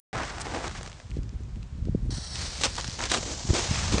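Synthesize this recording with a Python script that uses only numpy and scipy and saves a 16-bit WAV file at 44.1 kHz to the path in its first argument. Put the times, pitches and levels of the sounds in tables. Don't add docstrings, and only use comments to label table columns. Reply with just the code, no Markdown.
import sys
import numpy as np
from scipy import signal
from scipy.fft import rfft, irfft
from scipy.io import wavfile
from scipy.ndimage import uniform_filter1d

SR = 44100
rng = np.random.default_rng(int(sys.argv[2]) if len(sys.argv) > 2 else 0)


def master_out(mix):
    frames = np.transpose(np.atleast_2d(mix))
    ceiling = np.clip(frames, -1, 1)
    pcm = np.round(ceiling * 32767).astype(np.int16)
    wavfile.write(sys.argv[1], SR, pcm)


N = 176400
T = np.arange(N) / SR
BINS_HZ = np.arange(N // 2 + 1) * SR / N


def from_db(db):
    return 10 ** (np.asarray(db) / 20)


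def unit_rms(x):
    return x / np.sqrt(np.mean(x ** 2) + 1e-20)


def in_time(rows):
    return np.interp(T, *np.transpose(rows))


def ramp(start_s, length_s):
    return np.clip((T - start_s) / length_s, 0, 1)


def release(start_s, decay_s):
    return np.exp(-np.clip((T - start_s) / decay_s, 0, 20))


def coloured(x, spectrum):
    hz, db = np.transpose(spectrum)
    gain = from_db(np.interp(np.log(np.maximum(BINS_HZ, 1)), np.log(hz), db))
    cepstrum = irfft(np.log(gain), N)
    cepstrum[1:N // 2] *= 2
    cepstrum[N // 2 + 1:] = 0
    return unit_rms(irfft(rfft(x) * np.exp(rfft(cepstrum)), N))


def drift(rate_hz):
    return unit_rms(irfft(rfft(rng.standard_normal(N)) / (1 + (BINS_HZ / rate_hz) ** 2) ** 2, N))


def grains(per_s, spread_db):
    sizes = from_db(spread_db * np.minimum(rng.exponential(1, N), 3.8))
    return unit_rms(sizes * rng.choice([-1, 1], N) * (rng.random(N) < per_s / SR))


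def grit(spectrum, spread_db, grains_per_s=3500, slide_db=-7.5):
    crushed = grains(grains_per_s, spread_db)
    return coloured(crushed + from_db(slide_db) * rng.standard_normal(N), spectrum)


def snaps(rows, low_hz, click_gain=2.46, cutoff_hz=7630):
    out, t = np.zeros(N + SR), T[:SR // 50]
    lowpass = signal.butter(4, cutoff_hz, fs=SR, output="sos")
    for start_s, peak_db, top_hz, decay_s in rows:
        burst = rng.standard_normal(len(t)) * np.exp(-t / decay_s) + click_gain * (t == 0)
        band = signal.butter(1, [low_hz, top_hz], "band", fs=SR, output="sos")
        snap = signal.sosfilt(lowpass, signal.sosfilt(band, burst))
        start = int(start_s * SR)
        out[start:start + len(t)] += from_db(peak_db) * snap / np.abs(snap).max()
    return out[:N]


# t/s, length/s, grind level/dB, grind centre/Hz, crunch level/dB
SOLE_SCUFFS = [(0.12, 0.027, -33, 850, -46), (0.149, 0.089, -33, 1020, -45),
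               (0.239, 0.067, -40.5, 1200, -44), (0.308, 0.224, -42, 1000, -48),
               (0.452, 0.1, -43.5, 500, -46.5), (0.536, 0.047, -34, 700, -42.5),
               (0.587, 0.054, -38, 850, -44.5), (0.64, 0.039, -36, 790, -41),
               (0.68, .08, -49.5, 1320, -49.5), (0.749, 0.039, -46, 1380, -45.5),
               (0.785, 0.1, -50, 890, -51), (0.892, 0.071, -57.5, 920, -56.5),
               (0.957, 0.061, -59, 910, -57), (1.016, 0.17, -63.5, 900, -61.5),
               (2.611, 0.0044, -32.5, 500, -28.5), (2.623, 0.011, -39, 600, -36.5),
               (2.637, 0.021, -32, 870, -24), (2.658, 0.012, -34, 600, -33.5),
               (2.777, 0.022, -38, 920, -41), (2.987, 0.035, -38, 880, -44.5),
               (3.019, 0.051, -36, 1100, -37.5), (3.096, 0.019, -44, 786, -31.5),
               (3.114, 0.039, -30.5, 870, -28), (3.156, 0.027, -32.5, 590, -33.5),
               (3.226, 0.0055, -36, 503, -38), (3.253, 0.083, -40.5, 454, -43),
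               (3.487, 0.019, -29.5, 230, -48), (3.538, 0.058, -30, 530, -31),
               (3.606, 0.058, -40.5, 710, -38.5), (3.725, 0.13, -42, 1350, -43),
               (3.919, 0.037, -29.5, 410, -33.5), (3.975, 0.026, -30, 494, -45)]
# f/Hz, relative level/dB
GRIND_SPECTRUM = [(100, -1), (250, 11), (600, 3), (1200, 0.5), (2000, 0.5), (3200, -7.5), (6000, -9),
                  (10000, -18)]
CRUNCH_SPECTRUM = [(200, -23), (1200, -6.5), (2500, 4.5), (4000, 5.5), (6000, 5), (7500, 2), (9000, -4.5),
                   (10000, -22.5)]
# t/s, peak/dB, band top/Hz, decay/s
ICE_CRACKS = [(.185, -27, 2500, .001), (.2335, -23, 4000, 0.00094), (.383, -21.5, 1400, 0.0014),
              (.400, -22, 9000, .0003), (.4675, -23.5, 800, 0.0021), (.5485, -20.5, 1200, 0.0031),
              (.552, -24, 1600, .002), (.680, -23.5, 5000, .001), (.696, -26, 2500, 0.00089),
              (.712, -29, 1200, 0.0018), (.811, -28.5, 1200, 0.0011), (.8312, -25, 9000, 0.00062),
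              (.862, -29.5, 2500, 0.0022), (.876, -31.5, 2500, .002), (.8985, -31, 7000, 0.00037),
              (.9175, -32, 5000, 0.0011), (.9295, -32, 3500, 0.0013), (1.000, -34.5, 1800, 0.0025),
              (2.6128, -27, 7000, 0.00073), (2.6357, -9, 7000, 0.0012), (2.649, -12.5, 6000, 0.00056),
              (2.6553, -8.5, 8000, 0.00073), (2.782, -19, 3000, 0.00092), (2.7855, -18, 3000, 0.0012),
              (2.844, -20, 5500, 0.0042), (2.992, -21.5, 3000, 0.0022), (3.006, -17, 1400, 0.00078),
              (3.039, -11.5, 4500, 0.00083), (3.0555, -15, 7000, 0.00068), (3.1025, -20, 6000, 0.0011),
              (3.1168, -9.5, 8000, 0.00097), (3.1183, -10, 7000, .001), (3.1402, -14, 2500, .0012),
              (3.146, -9, 5000, 0.0009), (3.1745, -16, 6000, 0.00083), (3.757, -19.5, 3500, 0.0024),
              (3.982, -15.5, 3500, 0.0017)]


def shoes(attack_s=0.0011, release_s=0.0064, edge_ratio=1.76, clump_db=1.22):
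    grind = grit(GRIND_SPECTRUM, spread_db=3)
    crunch = grit(CRUNCH_SPECTRUM, spread_db=-1)
    grinding, crunch_gain = 0, 0
    for start_s, length_s, grind_db, centre_hz, crunch_db in SOLE_SCUFFS:
        press = ramp(start_s, attack_s) * release(start_s + length_s, release_s)
        edges_hz = [centre_hz / edge_ratio, centre_hz * edge_ratio]
        band = signal.butter(1, edges_hz, "band", fs=SR, output="sos")
        grinding += from_db(grind_db) * press * unit_rms(signal.sosfilt(band, grind))
        crunch_gain = np.maximum(crunch_gain, from_db(crunch_db) * press)
    clumps = unit_rms(from_db(clump_db * drift(rate_hz=200)))
    return clumps * (grinding + crunch_gain * crunch) + snaps(ICE_CRACKS, low_hz=350)


# delay/s, level/dB
REFLECTIONS = [(.006, -24.5), (0.017, -27), (.043, -18.5)]


def with_echoes(x):
    return x + sum(from_db(db) * np.interp(T - delay_s, T, x, left=0) for delay_s, db in REFLECTIONS)


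def turbulence(spectrum, lump_db, rate_hz, window_s=0.08):
    lumpy = coloured(rng.standard_normal(N), spectrum) * from_db(lump_db * drift(rate_hz))
    power = uniform_filter1d(lumpy ** 2, int(window_s * SR))
    return lumpy / np.sqrt(np.maximum(power, 1e-12))


# t/s, level/dB
GUSTS = [(.13, -35), (.28, -41.5), (.72, -38.5), (.86, -40.5), (1.0, -50), (1.06, -43.5), (1.16, -27.5),
         (1.25, -35), (1.4, -33), (1.46, -38), (1.6, -32.5), (1.68, -43.5), (1.79, -29.5), (1.88, -31),
         (1.99, -34), (2.03, -27.5), (2.1, -29), (2.24, -41), (2.43, -35), (2.55, -41.5), (2.62, -36.5),
         (2.88, -39), (2.94, -41.5), (3.04, -37), (3.4, -39.5), (3.65, -35.5), (3.79, -29.5), (4.0, -29)]
# f/Hz, relative level/dB
RUMBLE_SPECTRUM = [(15, -15.5), (28, -4.5), (45, 2.5), (75, 2), (120, -4), (180, -12), (300, -28.5),
                   (500, -37), (1000, -66)]
EDDY_SPECTRUM = [(50, -6), (120, 1), (200, 0), (330, -13), (500, -21.5), (1000, -50.5)]
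# t/s, peak/dB, centre/Hz
AIR_BUFFETS = [(1.170, -23.5, 224), (1.190, -31, 226), (1.874, -25, 200), (1.886, -26, 280),
               (1.896, -17.5, 114), (1.950, -14.5, 226), (1.955, -16, 98), (2.096, -24.5, 180),
               (2.128, -27.5, 170), (2.184, -28.5, 137), (2.887, -26, 123), (3.185, -25, 260),
               (3.453, -27, 148), (3.495, -19, 110), (3.507, -11, 68), (3.534, -18, 240), (3.713, -16, 113),
               (3.945, -15, 138)]


def wind(eddy_ref_db=-38, gust_ref_db=-28.5, eddy_growth=1.38):
    gust_db = in_time(GUSTS)
    eddy_db = eddy_ref_db + eddy_growth * (gust_db - gust_ref_db)
    out = from_db(gust_db) * turbulence(RUMBLE_SPECTRUM, lump_db=3, rate_hz=25)
    out += from_db(eddy_db) * turbulence(EDDY_SPECTRUM, lump_db=8.5, rate_hz=45)
    for at_s, peak_db, centre_hz in AIR_BUFFETS:
        phase = 2 * np.pi * centre_hz * (T - at_s)
        out += from_db(peak_db) * phase * np.exp((1 - phase ** 2) / 2)
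    return out


# f/Hz, relative level/dB
DISTANT_SPECTRUM = [(100, 5.5), (300, -1), (600, 0), (1200, -3), (2500, -7.5), (5000, -10), (7500, -12),
                    (10000, -27)]


def distant_noise(level_db=-57.5):
    return from_db(level_db) * coloured(rng.standard_normal(N), DISTANT_SPECTRUM)


# f/Hz, relative level/dB
FLINT_SPECTRUM = [(500, -18), (1500, -6), (3500, -4), (5300, 1), (7000, -2), (8700, -0.5), (10000, -8.5)]
# t/s, peak/dB, band top/Hz, decay/s
LIGHTER_TICKS = [(1.107, -34, 8000, .0005), (1.115, -34.5, 2800, 0.00064), (1.166, -40, 8000, 0.0003),
                 (1.172, -42, 8000, .0005), (1.2328, -38, 7000, .0006), (1.2928, -36.5, 9000, 0.00067),
                 (1.4345, -45.5, 8000, .0005), (1.5587, -41, 6500, .0006), (1.626, -45, 4000, 0.00092),
                 (1.630, -37.5, 7000, 0.00089), (1.8535, -37, 5000, 0.0008)]


def lighter(start_s=0.396, stroke_s=0.023, rasp_db=-33):
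    stroke = ramp(start_s, stroke_s) * release(start_s + stroke_s, decay_s=0.0028)
    rasp = from_db(rasp_db) * stroke * grit(FLINT_SPECTRUM, spread_db=4)
    return rasp + snaps(LIGHTER_TICKS, low_hz=1800)


# t/s, level/dB
JET_LEVEL = [(2.11, -40.5), (2.33, -40), (2.36, -36), (2.385, -38.5), (2.425, -33.5), (2.48, -40),
             (2.6, -40), (2.72, -41), (2.88, -41), (2.97, -41.5), (3.2, -39.5), (3.3, -39), (3.44, -40),
             (3.56, -35), (3.75, -33.5), (4.0, -34.5)]
# f/Hz, relative level/dB
CATCH_SPECTRUM = [(200, -17), (600, -3.5), (1200, -8), (1900, -5.5), (2550, -15.5), (3150, -5), (3600, -8),
                  (4000, 2), (4500, 2.5), (5000, -2.5), (5600, 4.5), (6500, -7.5), (7400, -11.5),
                  (8100, -2.5), (8500, -13), (9200, -6), (10000, -27)]
FREE_SPECTRUM = [(200, -2.5), (1200, -4), (2200, -3.5), (3300, -4), (4200, 3), (6000, 0.5), (7200, -6),
                 (8100, -6), (9300, -12), (10000, -16)]
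LOW_SPECTRUM = [(200, -4.5), (800, -2), (1500, -9), (2800, -8), (4200, -3.5), (5000, -2), (6300, 0),
                (7400, -1.5), (8600, -14), (10000, -27.5)]
TUBE_SPECTRUM = [(200, -11.5), (800, -3), (1500, -6), (2800, -5.5), (4200, -5), (6300, -3), (7400, -7.5),
                 (8600, -15), (10000, -29)]
# t/s, peak/dB, band top/Hz, decay/s
SPARK_SPITS = [(2.107, -34, 9500, .002), (2.356, -20, 5960, .003), (2.58, -28, 6000, .0006),
               (2.7545, -22, 8000, 0.001), (2.7655, -23, 9000, 0.0014), (2.802, -21, 7000, 0.00095),
               (2.8105, -21, 5000, .0012), (2.8705, -30, 9000, 0.00086), (2.878, -23, 6500, 0.0016),
               (2.8975, -22, 7000, .0007), (2.908, -25, 7000, 0.00074), (2.915, -29, 6500, 0.00063),
               (3.015, -21, 7950, 0.00093)]


def fuse(ignition_s=2.103, spark_db=-4.5, flutter_db=1.23):
    crossfades_s = (2.355, 0.03), (3.03, 0.51), (3.55, 0.055)
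    free, low, tube = (ramp(mid_s - length_s / 2, length_s) for mid_s, length_s in crossfades_s)
    gas = rng.standard_normal(N)
    sparks = from_db(spark_db) * free * grains(per_s=1200, spread_db=3)
    stages = [(1 - free, CATCH_SPECTRUM), (free * (1 - low), FREE_SPECTRUM),
              (low * (1 - tube), LOW_SPECTRUM), (tube, TUBE_SPECTRUM)]
    jet = sum(share * coloured(gas + sparks, spectrum) for share, spectrum in stages)
    jet_db = in_time(JET_LEVEL) + flutter_db * drift(rate_hz=60)
    return jet * ramp(ignition_s, length_s=0.004) * from_db(jet_db) + snaps(SPARK_SPITS, low_hz=2800)


def scene():
    return (with_echoes(shoes() + lighter()) + fuse() + wind() + distant_noise())[None]


def record(dry):
    open_s, low_hz, top_hz = 0.13, 27, 9950
    highpass = signal.butter(2, low_hz, "high", fs=SR, output="sos")
    picked_up = signal.sosfilt(highpass, dry * (T >= open_s))
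    return irfft(rfft(picked_up) / np.sqrt(1 + (BINS_HZ / top_hz) ** 160), N)


dry = scene()
out = record(dry)
master_out(out)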